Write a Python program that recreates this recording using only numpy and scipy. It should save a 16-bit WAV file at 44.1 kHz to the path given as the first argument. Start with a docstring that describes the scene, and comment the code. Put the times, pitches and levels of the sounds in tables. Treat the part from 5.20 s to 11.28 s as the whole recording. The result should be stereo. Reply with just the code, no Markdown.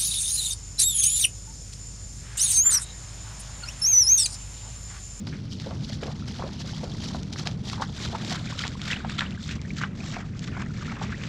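"""A dog trots through the shallows along a sandy river shore, coming in from the right and moving ahead.
Its paws slap the water and trap air pockets: gliding sines with bubble clouds, noise froth and gulps,
short knocks and snaps. Its strokes stir sloshing, pattering water made of clicks, noise and tiny bubbles.
Far off a slow diesel engine, probably a boat's, drones as a stack of wandering sines over a distant noise
rumble, and a light breeze adds low flutter."""
import sys
import numpy as np
from scipy import signal
from scipy.fft import rfft, irfft, next_fast_len
from scipy.io import wavfile
from scipy.ndimage import uniform_filter1d

SR = 44100
rng = np.random.default_rng(int(sys.argv[2]) if len(sys.argv) > 2 else 0)


def store_pcm(level_fs):
    """Save levels as 16-bit WAV."""
    pcm = np.round(np.clip(level_fs, -1, 1) * 32767).astype(np.int16)
    wavfile.write(sys.argv[1], SR, np.atleast_2d(pcm).T)


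N = 268128
TIME = np.arange(N) / SR

# paws plunge: (time [s], level [dB], nominal pitch of the air pocket [Hz], nominal decay of its cloud [s])
PAW_PLUNGES = [(0.07, -29, 846, 0.01), (0.127, -27, 1660, 0.026), (0.462, -24.5, 510, 0.027),
               (0.509, -24, 700, 0.023), (0.698, -31.5, 616, 0.01), (0.826, -21.5, 447, 0.017),
               (0.831, -24, 1300, 0.0061), (0.856, -27, 415, 0.022), (0.878, -21.5, 675, 0.021),
               (1.194, -24, 684, 0.017), (1.222, -20.5, 990, 0.012), (1.238, -22.5, 530, 0.014),
               (1.264, -24, 584, 0.0081), (1.29, -31, 1050, 0.0093), (1.445, -34, 535, 0.02),
               (1.633, -23, 485, 0.034), (1.905, -28, 835, 0.014), (1.947, -23, 694, 0.013),
               (2.261, -23.5, 775, 0.013), (2.531, -21, 1220, 0.013), (2.578, -28, 860, 0.014),
               (2.598, -18.5, 830, 0.016), (2.624, -17.5, 1140, 0.014), (2.928, -21.5, 660, 0.03),
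               (2.948, -18, 907, 0.0092), (3.117, -22, 720, 0.02), (3.147, -17.5, 1510, 0.019),
               (3.438, -16, 1910, 0.013), (3.449, -21.5, 870, .014), (3.711, -15.5, 3450, 0.0066),
               (3.72, -27, 1870, 0.016), (3.732, -20.5, 2100, 0.015), (3.848, -20, 905, 0.0063),
               (3.895, -21, 1740, 0.013), (3.987, -18, 2230, 0.0072), (4.008, -20, 1700, 0.012),
               (4.017, -13.5, 1310, 0.018), (4.289, -21, 2120, 0.024), (4.31, -21.5, 1910, 0.022),
               (4.611, -22, 1700, 0.012), (4.624, -17, 1980, 0.011), (4.64, -17.5, 1170, 0.0095),
               (4.968, -27, 663, 0.0069), (5, -31, 1141, .014), (5.368, -22.5, 976, 0.017),
               (5.398, -27, 1020, 0.016), (5.422, -32, 1210, 0.0089), (5.696, -29, 1910, 0.012),
               (5.767, -25, 1060, 0.019), (5.814, -20.5, 790, 0.017), (5.84, -26, 1090, 0.0084),
               (5.921, -22, 1860, 0.0094), (6.035, -21.5, 1820, 0.019)]


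def plunges():
    """A paw traps one big air pocket, which breaks into a cloud of bubbles: dense at once, then thinning and fading."""
    pocket_db, cloud_db, tail_db = 0.1, -6.0, -7.0  # the tail falls per cloud time
    cycles, rise, octaves, count = 13, 0.47, 0.417, 24
    out = np.zeros(N)
    for s, db, hz, cloud_s in PAW_PLUNGES:
        add(out, s, from_db(db + pocket_db) * bubble(hz * 0.948, cycles, rise))
        for turn, pitch, life in zip(rng.random(count), rng.standard_normal(count), rng.random(count)):
            late = 3.5 * turn ** 1.4  # in cloud times, crowded towards the start
            pitch = np.clip(pitch, -1.5, 2.5)
            gain_db = db + cloud_db + tail_db * late - 1.5 * abs(pitch)
            gain = from_db(gain_db) * rng.choice([-1, 1])
            small_bubble = bubble(hz * 2 ** (octaves * pitch), cycles * (.5 + life), rise)
            add(out, s + late * cloud_s, gain * small_bubble)
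    return out


def froth():
    """Countless tiny pockets tear off each plunge: they gather as the paw enters, then trail off raggedly."""
    level_db, octaves_below, octaves_above = -16.5, 0.45, 0.71  # noise band around the big pocket's pitch
    attack_s, lasts = 0.0035, 0.95  # decay in cloud times
    lead_db, lead_s, ragged_db = -14, 0.046, 1.5
    out, age = np.zeros(N), np.arange(-SR // 20, SR // 6) / SR
    after = np.maximum(age, 0)
    entry = from_db(lead_db) * np.exp(-abs(age) / lead_s)
    tatters = from_db(ragged_db * drift(83))
    for s, db, hz, cloud_s in PAW_PLUNGES:
        band = [hz / 2 ** octaves_below, hz * 2 ** octaves_above]
        grains = rms_one(cut(rng.standard_normal(len(age)), band, "band"))
        tail = (1 - np.exp(-after / attack_s)) * np.exp(-after / (lasts * abs(cloud_s)))
        add(out, s + age[0], from_db(db + level_db) * grains * (tail + entry))
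    return out * rms_one(tatters)


def gulps():
    """The hollow behind a deep plunge fills with a low lumpy gulp; small high pockets have hardly any."""
    level_db, low_hz, high_hz, deep_hz = -14.0, 300, 720, 650
    attack_s, lasts = 0.0029, 0.92  # decay in cloud times
    out, age = np.zeros(N), np.arange(SR // 6) / SR
    for s, db, hz, cloud_s in PAW_PLUNGES:
        depth = 1 / (1 + (hz / deep_hz) ** 4)
        body = rms_one(cut(rng.standard_normal(len(age)), [low_hz, high_hz], "band"))
        envelope = (1 - np.exp(-age / attack_s)) * np.exp(-(age / (lasts * cloud_s)) ** 2)
        add(out, s, depth * from_db(db + level_db) * body * envelope)
    return out


def pops():
    """Cavities under the paws clap shut with a short hollow knock."""
    # cavity closures: (time [s], level [dB], pitch [Hz], ringing [cycles])
    closures = [(0.5100, -27.5, 980, 1.2), (1.1953, -30, 740, 2), (1.2231, -27, 950, 1.4),
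                (1.9475, -26.5, 1100, 1.3), (2.1602, -26, 1590, 1.4), (2.5319, -29, 1180, 1.6),
                (2.6202, -17, 960, 3.1), (2.624, -18, 1280, 2.2), (2.9485, -23.5, 964, 6),
                (3.4381, -21, 1910, 3.2), (3.722, -18.5, 1800, 2.6), (3.7316, -17.5, 2590, 8.1),
                (3.8478, -22, 1050, 1.8), (3.9932, -14, 3480, 2.7), (4.0087, -15.5, 1880, 1.8),
                (4.6152, -18.5, 1450, 2), (4.6363, -15, 1500, 3.7), (4.9670, -22, 835, 1.3),
                (5.3675, -26, 1000, 4.8), (5.4234, -24, 1480, 2.2), (5.7765, -34.5, 1360, 1.6)]
    out = np.zeros(N)
    for s, db, hz, cycles in closures:
        add(out, s, from_db(db) * pop(hz, cycles))
    return out


def slaps():
    """Water hit flat: one snap, then a brief faint spatter of decaying noise."""
    # sharp slaps: (time [s], level [dB], centre [Hz])
    flat_hits = [(0.0736, -27, 2330), (0.3997, -19.5, 4100), (0.7030, -35, 3200), (0.8345, -22.5, 2760),
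                 (0.8682, -24, 5000), (1.8586, -23, 4650), (2.032, -21, 5370), (2.1287, -22, 5200),
                 (2.1352, -21, 5200), (2.1858, -32, 3640), (2.1924, -30, 4410), (2.2725, -10.5, 3520),
                 (2.3141, -29, 3970), (2.4989, -16, 3820), (2.535, -27, 2800), (2.6233, -30, 4500),
                 (3.0485, -18, 4420), (3.0976, -18, 4600), (3.1250, -19, 1970), (3.392, -14, 3900),
                 (3.3926, -19, 4100), (3.4688, -20, 4000), (3.479, -17, 4670), (3.6168, -19, 3320),
                 (3.7133, -18, 3160), (3.897, -20.5, 2040), (3.9065, -26, 2210), (3.9894, -19, 3000),
                 (4.0077, -16, 3000), (4.1083, -27, 3700), (4.2924, -23, 3040), (4.3119, -23, 2430),
                 (4.416, -26.5, 4800), (4.568, -25, 2970), (5.1935, -24, 5230), (5.2418, -24.5, 3620),
                 (5.2768, -26.5, 2600), (5.4162, -26, 1910), (5.4202, -23.5, 2350), (6.037, -22, 2500)]
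    snap_cycles, spatter_db, spatter_band_hz, decay_s = 1.22, -15, [1900, 7500], 0.0024
    out, age = np.zeros(N), np.arange(SR // 20) / SR
    for s, db, hz in flat_hits:
        noise = rms_one(cut(rng.standard_normal(len(age)), spatter_band_hz, "band"))
        spatter = noise * np.exp(-age / decay_s)
        add(out, s, from_db(db) * pop(hz, snap_cycles))
        add(out, s, from_db(db + spatter_db) * spatter)
    return out


def pop(hz, cycles):
    """A cavity closes: it starts within a fraction of a cycle, rings briefly and is cut short; height 1."""
    turn = np.arange(int(3 * abs(cycles) / hz * SR) + 4) * hz / SR
    wave = np.sin(2 * np.pi * turn) * (1 - np.exp(-10 * turn)) * np.exp(-(turn / cycles) ** 3)
    return wave / np.abs(wave).max()


def bubble(hz, cycles, rise, swell_cycles=0.93):
    """A trapped bubble swells within a cycle or so, rings on, and climbs in pitch as it nears the surface."""
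    age = np.linspace(0, 1, int(cycles / hz * SR) + 2)  # share of its life
    swell = 1 - np.exp(-cycles * age / swell_cycles)
    ring = np.sin(2 * np.pi * cycles * (age + rise * age ** 2 / 2))
    return swell * ring * np.exp(-np.log(1000) * age)  # the decay reaches -60 dB


def stirring():
    """Levels of gurgle, slosh and spray: strokes add power to churning water; the gurgle trails the slosh."""
    # a leg sweeps through the water:
    # (start [s], time to build [s], time at full strength [s], spray level [dB], slosh level [dB])
    strokes = [(0.064, 0.0061, 0.0077, -38, -55.5), (0.295, 0.025, 0.015, -38, -64),
               (0.385, 0.0087, 0.086, -45.5, -54), (0.635, 0.004, 0.0053, -42, -68),
               (0.679, 0.015, 0.049, -39.5, -54), (0.81, 0.0048, 0.05, -43, -51),
               (1.069, 0.0077, 0.11, -42.5, -55), (1.381, 0.014, 0.011, -40.5, -55),
               (1.445, 0.026, 0.082, -40, -52.5), (1.71, 0.13, 0.048, -37, -50.5),
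               (1.91, 0.022, 0.031, -43, -59), (2.124, 0.0025, 0.006, -38, -53),
               (2.163, 0.018, 0.0074, -33, -43), (2.251, 0.008, 0.006, -33.5, -40.5),
               (2.441, 0.022, 0.07, -38.5, -51), (2.61, 0.0055, 0.012, -35.5, -57),
               (2.76, 0.034, 0.066, -36.5, -45), (3.0, 0.11, 0.025, -34, -43),
               (3.234, 0.056, 0.048, -43, -45), (3.374, 0.017, 0.03, -33, -40.5),
               (3.613, 0.026, 0.051, -40.5, -42.5), (3.698, 0.0044, 0.023, -37.5, -34),
               (3.877, 0.019, 0.025, -41, -43.5), (3.977, 0.0056, 0.011, -36.5, -33.5),
               (4.186, 0.036, 0.1, -42, -65), (4.558, 0.014, 0.049, -41.5, -46),
               (4.755, 0.097, 0.073, -42, -48.5), (4.929, 0.0048, 0.074, -51, -44),
               (5.168, 0.071, 0.037, -45, -46.5), (5.359, 0.0037, 0.051, -49.5, -53),
               (5.54, 0.025, 0.15, -48.5, -46), (5.806, 0.0044, 0.018, -42.5, -41.5),
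               (5.89, 0.17, 0.029, -45.5, -56)]
    # spray of the water that churns on between strokes: (time [s], level [dB])
    churn = [(0.0, -55), (0.6, -49), (0.9, -49), (1.7, -46), (2.38, -55), (2.7, -44.5), (2.85, -44),
             (3.5, -44.5), (3.83, -52.5), (4.1, -51.5), (4.39, -63), (4.5, -48.5), (4.71, -65), (5.08, -58),
             (5.52, -54.5), (6.08, -52.5)]
    # slosh of middling bubbles between strokes: (time [s], level [dB])
    slosh_between = [(0.0, -63), (1.2, -55), (2.0, -58.5), (2.38, -61.5), (3.0, -49), (3.8, -50.5),
                     (4.5, -55.5), (5.1, -59.5), (5.4, -42.5), (5.53, -58), (5.7, -44), (6.08, -51)]
    # gurgle of large bubbles: (time [s], level [dB])
    gurgle = [(0.0, -62), (0.3, -53), (0.8, -50), (1.7, -43), (2.2, -46), (3.0, -43), (3.7, -47.5),
              (4.25, -50), (4.65, -54.5), (4.84, -44.5), (5.15, -53), (5.55, -51.5), (6.08, -44.5)]
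    spray_fall, slosh_fall = 285, 269  # dB per s
    follows, lag_s = 0.52, 0.0086  # share of the slosh's swing that the gurgle takes, and how much later
    spray_power = from_db(in_time(churn)) ** 2
    slosh_power = from_db(in_time(slosh_between)) ** 2
    for start, build_s, hold_s, spray_db, slosh_db in strokes:
        spray_power += from_db(spray_db + stroke_db(start, build_s, hold_s, spray_fall)) ** 2
        slosh_power += from_db(slosh_db + stroke_db(start, build_s, hold_s, slosh_fall)) ** 2
    spray_db, slosh_db = 10 * np.log10([spray_power, slosh_power])
    swing_db = slosh_db - uniform_filter1d(slosh_db, size=SR)  # against its one-second average
    late_swing_db = np.interp(TIME - lag_s, TIME, swing_db)
    return in_time(gurgle) + follows * late_swing_db, slosh_db, spray_db


def stroke_db(start, build_s, hold_s, fall_db_per_s):
    """Level of one stroke below its top: it sets in, builds, holds and collapses."""
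    build_db, onset_db_per_s = 13, 1518
    age, build_s = TIME - start, max(build_s, .002)
    below_db = build_db * np.clip(1 - age / build_s, 0, 1)
    below_db += onset_db_per_s * np.maximum(-age, 0)
    below_db += fall_db_per_s * np.maximum(age - build_s - hold_s, 0)
    return -np.minimum(below_db, 100)


def stirred_water(gurgle_db, slosh_db, spray_db):
    """Drops and tiny bubbles burst in clumps over a soft wash, third-octave by third-octave."""
    # colour of the stirred water: (frequency [Hz], level density [dB per Hz])
    colour = [(300, 2.5), (420, -10), (600, -6), (900, -6.5), (1300, -6), (2000, -2.5), (2800, -7.5),
              (3600, -5), (5500, -7), (7200, -14), (15000, -18)]
    # likeness of the two ears: (frequency [Hz], coherence [0 to 1])
    likeness = [(300, 0.99), (1500, 1), (5000, 0.94), (7000, 0.92), (9000, 0.2), (14000, 0.12)]
    drops_per_s, size_db, clump_db, wash = 800, 2.5, 3.0, .45  # drop rate is that at 3 kHz
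    out, clumps = np.zeros((2, N)), clump_db * drift(46.0)
    edges = np.geomspace(290, 16000, 18)
    for low, high in zip(edges, edges[1:]):
        hz = np.sqrt(low * high)
        born = np.flatnonzero(rng.random(N) < drops_per_s * np.sqrt(hz / 3000) / SR)
        drop_db = size_db * np.minimum(rng.exponential(1, len(born)), 4)
        clicks = np.zeros(N)
        clicks[born] = from_db(drop_db) * rng.choice([-1, 1], len(born))
        patter = rms_one(clicks) + wash * rng.standard_normal(N)
        mid = rms_one(cut(patter, [low, high], "band"))
        side = rms_one(cut(rng.standard_normal(N), [low, high], "band")) * [[1], [-1]]
        # low bands follow the gurgle, middle bands the slosh, high bands the spray
        large, small = np.clip(.5 + np.log2([1200 / hz, hz / 3000]), 0, 1)
        level_db = large * gurgle_db + small * spray_db + (1 - large - small) * slosh_db
        gain = from_db(level_db + at_hz(colour, hz) + clumps) * np.sqrt((high - low) / 2000)
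        alike = np.clip(at_hz(likeness, hz), 0, 1)
        out += gain * (np.sqrt(1 + alike) * mid + np.sqrt(1 - alike) * side)
    return out


def plinks(level_db, low_hz, high_hz, count, cycles, rise, spread_db):
    """Small ringing bubbles, as loud as the water is stirred; each glides upward by a chance amount."""
    out = np.zeros(N)
    for when, pitch, size, life, shallow in rng.random((count, 5)):
        gain = from_db(level_db[int(when * N)] + spread_db * (2 * size + 2.5))
        hz = low_hz * (high_hz / low_hz) ** pitch
        add(out, when * N / SR, gain * bubble(hz, cycles * (.5 + life), rise * shallow))
    return out


def plips():
    """Falling drops each leave one bubble that chirps upward."""
    # single clear bubbles: (time [s], level [dB], nominal pitch [Hz])
    clear_bubbles = [(1.023, -32.5, 1300), (1.418, -33, 3020), (1.717, -33, 3400), (2.162, -39, 1580),
                     (2.605, -20, 910), (3.036, -26.5, 710), (3.273, -28, 2400), (3.324, -23.5, 1080),
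                     (3.553, -28, 1030), (3.762, -25, 2980), (3.804, -26, 1460), (4.063, -28.5, 2920),
                     (4.123, -34, 2700), (4.148, -33, 2020), (4.176, -31, 1590), (4.392, -35.5, 2280),
                     (4.451, -31.5, 1800), (4.505, -24.5, 2310), (4.64, -28, 2940), (4.804, -29, 2460),
                     (4.835, -33, 2600), (4.945, -31, 1400), (5.287, -31, 1430), (5.462, -31, 1900),
                     (5.506, -32, 1400), (5.68, -27.5, 1310), (5.698, -28, 2180), (5.722, -26, 824),
                     (5.727, -32, 1580), (5.926, -23, 1560), (5.944, -25, 1910), (6.014, -31, 2570)]
    ring_s, rise = 0.02, 0.53
    out = np.zeros(N)
    for s, db, hz in clear_bubbles:
        # the chirp starts a little below its nominal pitch
        add(out, s, from_db(db) * bubble(hz * .94, ring_s * hz, rise))
    return out


def microphone(water, pan_db):
    """The ports pass little above 8 kHz, coloured by direction, and shade the far ear by frequency."""
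    # response to sound from the side: (frequency [Hz], level [dB])
    port_side = [(5000, -1), (7400, -5.5), (8200, -11), (10000, -14), (12500, -21.5), (15000, -31)]
    # response to sound from half-way to the side: (frequency [Hz], level [dB])
    port_oblique = [(2700, -1), (3600, 4), (4600, -1), (6000, -3), (7500, 2), (8300, -7.5), (10000, -16),
                    (12500, -20.5), (15000, -25)]
    # response to sound from ahead: (frequency [Hz], level [dB])
    port_ahead = [(5000, -1), (7600, 0), (8300, -9.5), (9200, -20), (10500, -27), (13000, -17),
                  (15000, -27)]
    # how far each pitch follows the dog to the side: (frequency [Hz], share of its left-right difference)
    shade = [(600, 0.023), (900, 0), (1200, 0.28), (1800, 0.54), (4000, 0.33), (7000, 0.17), (10000, 0.35),
             (14000, 0.058)]
    directions_db = [-23, -2.5, 0]  # left minus right at the side, half-way and ahead
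    heard = 0
    for share, port in zip(np.eye(3), (port_side, port_oblique, port_ahead)):
        coloured = tint(water, lambda hz: from_db(at_hz(port, hz)))
        heard = heard + np.interp(pan_db, directions_db, share) * coloured  # crossfade by direction
    shaded = tint(heard.mean(axis=0), lambda hz: at_hz(shade, hz))
    balance = np.tanh(pan_db * np.log(10) / 40)  # dB to (left - right) / (left + right)
    return heard + shaded * balance * [[1], [-1]]


def engine():
    """Lines of a slow diesel; the long path over the water makes each one fade and wander."""
    # engine lines: (multiple of the cycle rate, relative level [dB])
    lines = [(6, -13), (8, -16), (12, -3), (14, -12), (15, -4.5), (18, -2), (19, -6.5), (20, -9),
             (23, -3.5), (24, -6), (25, -2.5), (30, -4.5), (31, -8), (33, -6), (35, -8), (36, -16),
             (39, -11), (45, -16.5), (47, -17), (69, -24)]
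    cycle_hz, level_db, waver_db, wander = 6.31, -43, 2.5, 0.67  # wander in radians at the 20th multiple
    out = np.zeros(N)
    for multiple, db in lines:
        phase = 2 * np.pi * (multiple * cycle_hz * TIME + rng.random())
        phase += wander * multiple / 20 * drift(0.52)
        out += from_db(level_db + db + waver_db * drift(2.45)) * np.sqrt(2) * np.sin(phase)
    return out


def rumble():
    """Distant roar of coloured noise that swells a little, nearly the same in both ears in the bass."""
    # distant rumble and open air: (frequency [Hz], relative level density [dB per Hz])
    colour = [(22, 2), (35, -9), (55, 2), (90, 4), (150, 5), (220, 3), (280, -4), (400, -12.5),
              (600, -20.5), (1000, -31.5), (2500, -37.5), (7000, -48), (9500, -54), (14000, -77)]
    # its width: (frequency [Hz], side minus mid [dB])
    width = [(40, -28), (125, -55), (260, -38), (500, -23), (1500, 1.5), (6000, -5.5)]
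    level_db, swell_db = -37.5, 1.78
    mid = cut(tint(rng.standard_normal(N), lambda hz: from_db(at_hz(colour, hz))), 29, "high")
    side = cut(tint(rng.standard_normal(N), lambda hz: from_db(at_hz(colour, hz))), 22, "high")
    side = tint(rms_one(side), lambda hz: from_db(at_hz(width, hz)))
    return from_db(level_db + swell_db * drift(5.0)) * (rms_one(mid) + side * [[1], [-1]])


def breeze():
    """Light air brushes each port on its own: independent low noise under a shared slow gust."""
    level_db, gust_db = -62, 2
    flutter = cut(cut(rng.standard_normal((2, N)), [20, 70], "band", order=1), 300, "low")
    return from_db(level_db + gust_db * drift(5.0)) * rms_one(flutter)


def from_db(db):
    """Decibels to gain."""
    return 10 ** (np.asarray(db) / 20)


def rms_one(x):
    """Scale to unit power."""
    return x / np.sqrt(np.mean(x ** 2) + 1e-20)


def in_time(rows):
    """A curve of (time, value) read at every sample."""
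    s, values = np.transpose(rows)
    return np.interp(TIME, s, values)


def at_hz(points, hz):
    """Read a spectrum on a log-frequency axis."""
    point_hz, values = np.transpose(points)
    return np.interp(np.log(hz), np.log(point_hz), values)


def drift(rate_hz):
    """Slow chance with spread 1: noise through two equal poles, computed every 40 samples."""
    pole = np.exp(-80 * np.pi * rate_hz / SR)
    noise = rng.standard_normal(N // 40 + 2002)
    slow = signal.lfilter([1], [1, -2 * pole, pole * pole], noise)[2000:]  # without the filter's start
    return np.interp(np.arange(N) / 40, np.arange(len(slow)), rms_one(slow))


def cut(x, hz, kind, order=2):
    """Butterworth filter."""
    sos = signal.butter(order, np.clip(hz, 10, .45 * SR), kind, fs=SR, output="sos")
    return signal.sosfilt(sos, x + 1e-18)


def tint(x, gain_at):
    """Weight a sound by a gain at each frequency."""
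    size = next_fast_len(N + SR // 10)
    hz = np.maximum(np.fft.rfftfreq(size, 1 / SR), 1)
    return irfft(rfft(x, size) * gain_at(hz), size)[..., :N]


def add(out, s, sound):
    """Mix a short sound in at a time."""
    start = int(np.clip(s * SR, 0, N - 1))
    out[start:start + len(sound)] += sound[:N - start]


def scene():
    """Water at the dog's place, in front of the far drone."""
    # where the dog is: (time [s], left minus right in the treble [dB])
    place = [(0.0, -30.5), (2.52, -21), (3.45, -9.5), (3.94, -3), (4.64, 1.7), (6.08, 1)]
    gurgle_db, slosh_db, spray_db = stirring()
    water = plunges() + froth() + gulps() + pops() + slaps() + plips()
    water = water + stirred_water(gurgle_db - 0.5, slosh_db + 0.3, spray_db - 2.5)
    # many bubbles of each size ring and run together into a trickle
    water += plinks(gurgle_db - 0.5, 308, 1020, count=300, cycles=13, rise=0.45, spread_db=3.0)
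    water += plinks(slosh_db + 0.5, 1136, 2740, count=1000, cycles=25.1, rise=0.41, spread_db=3.0)
    water += plinks(spray_db - 3.0, 2946, 7410, count=2000, cycles=31.8, rise=0.12, spread_db=2.5)
    # larger drops tick on the surface
    water += plinks(spray_db + 10.5, 2500, 6000, count=520, cycles=4.1, rise=0.05, spread_db=1.5)
    return microphone(water, in_time(place)) + engine() + rumble() + breeze()


def record(dry):
    """A steep low-pass cuts the top: 60 dB down from 15.8 kHz upward."""
    return signal.sosfilt(signal.cheby2(14, 60, 15800, fs=SR, output="sos"), dry)


dry = scene()
out = record(dry)
store_pcm(out)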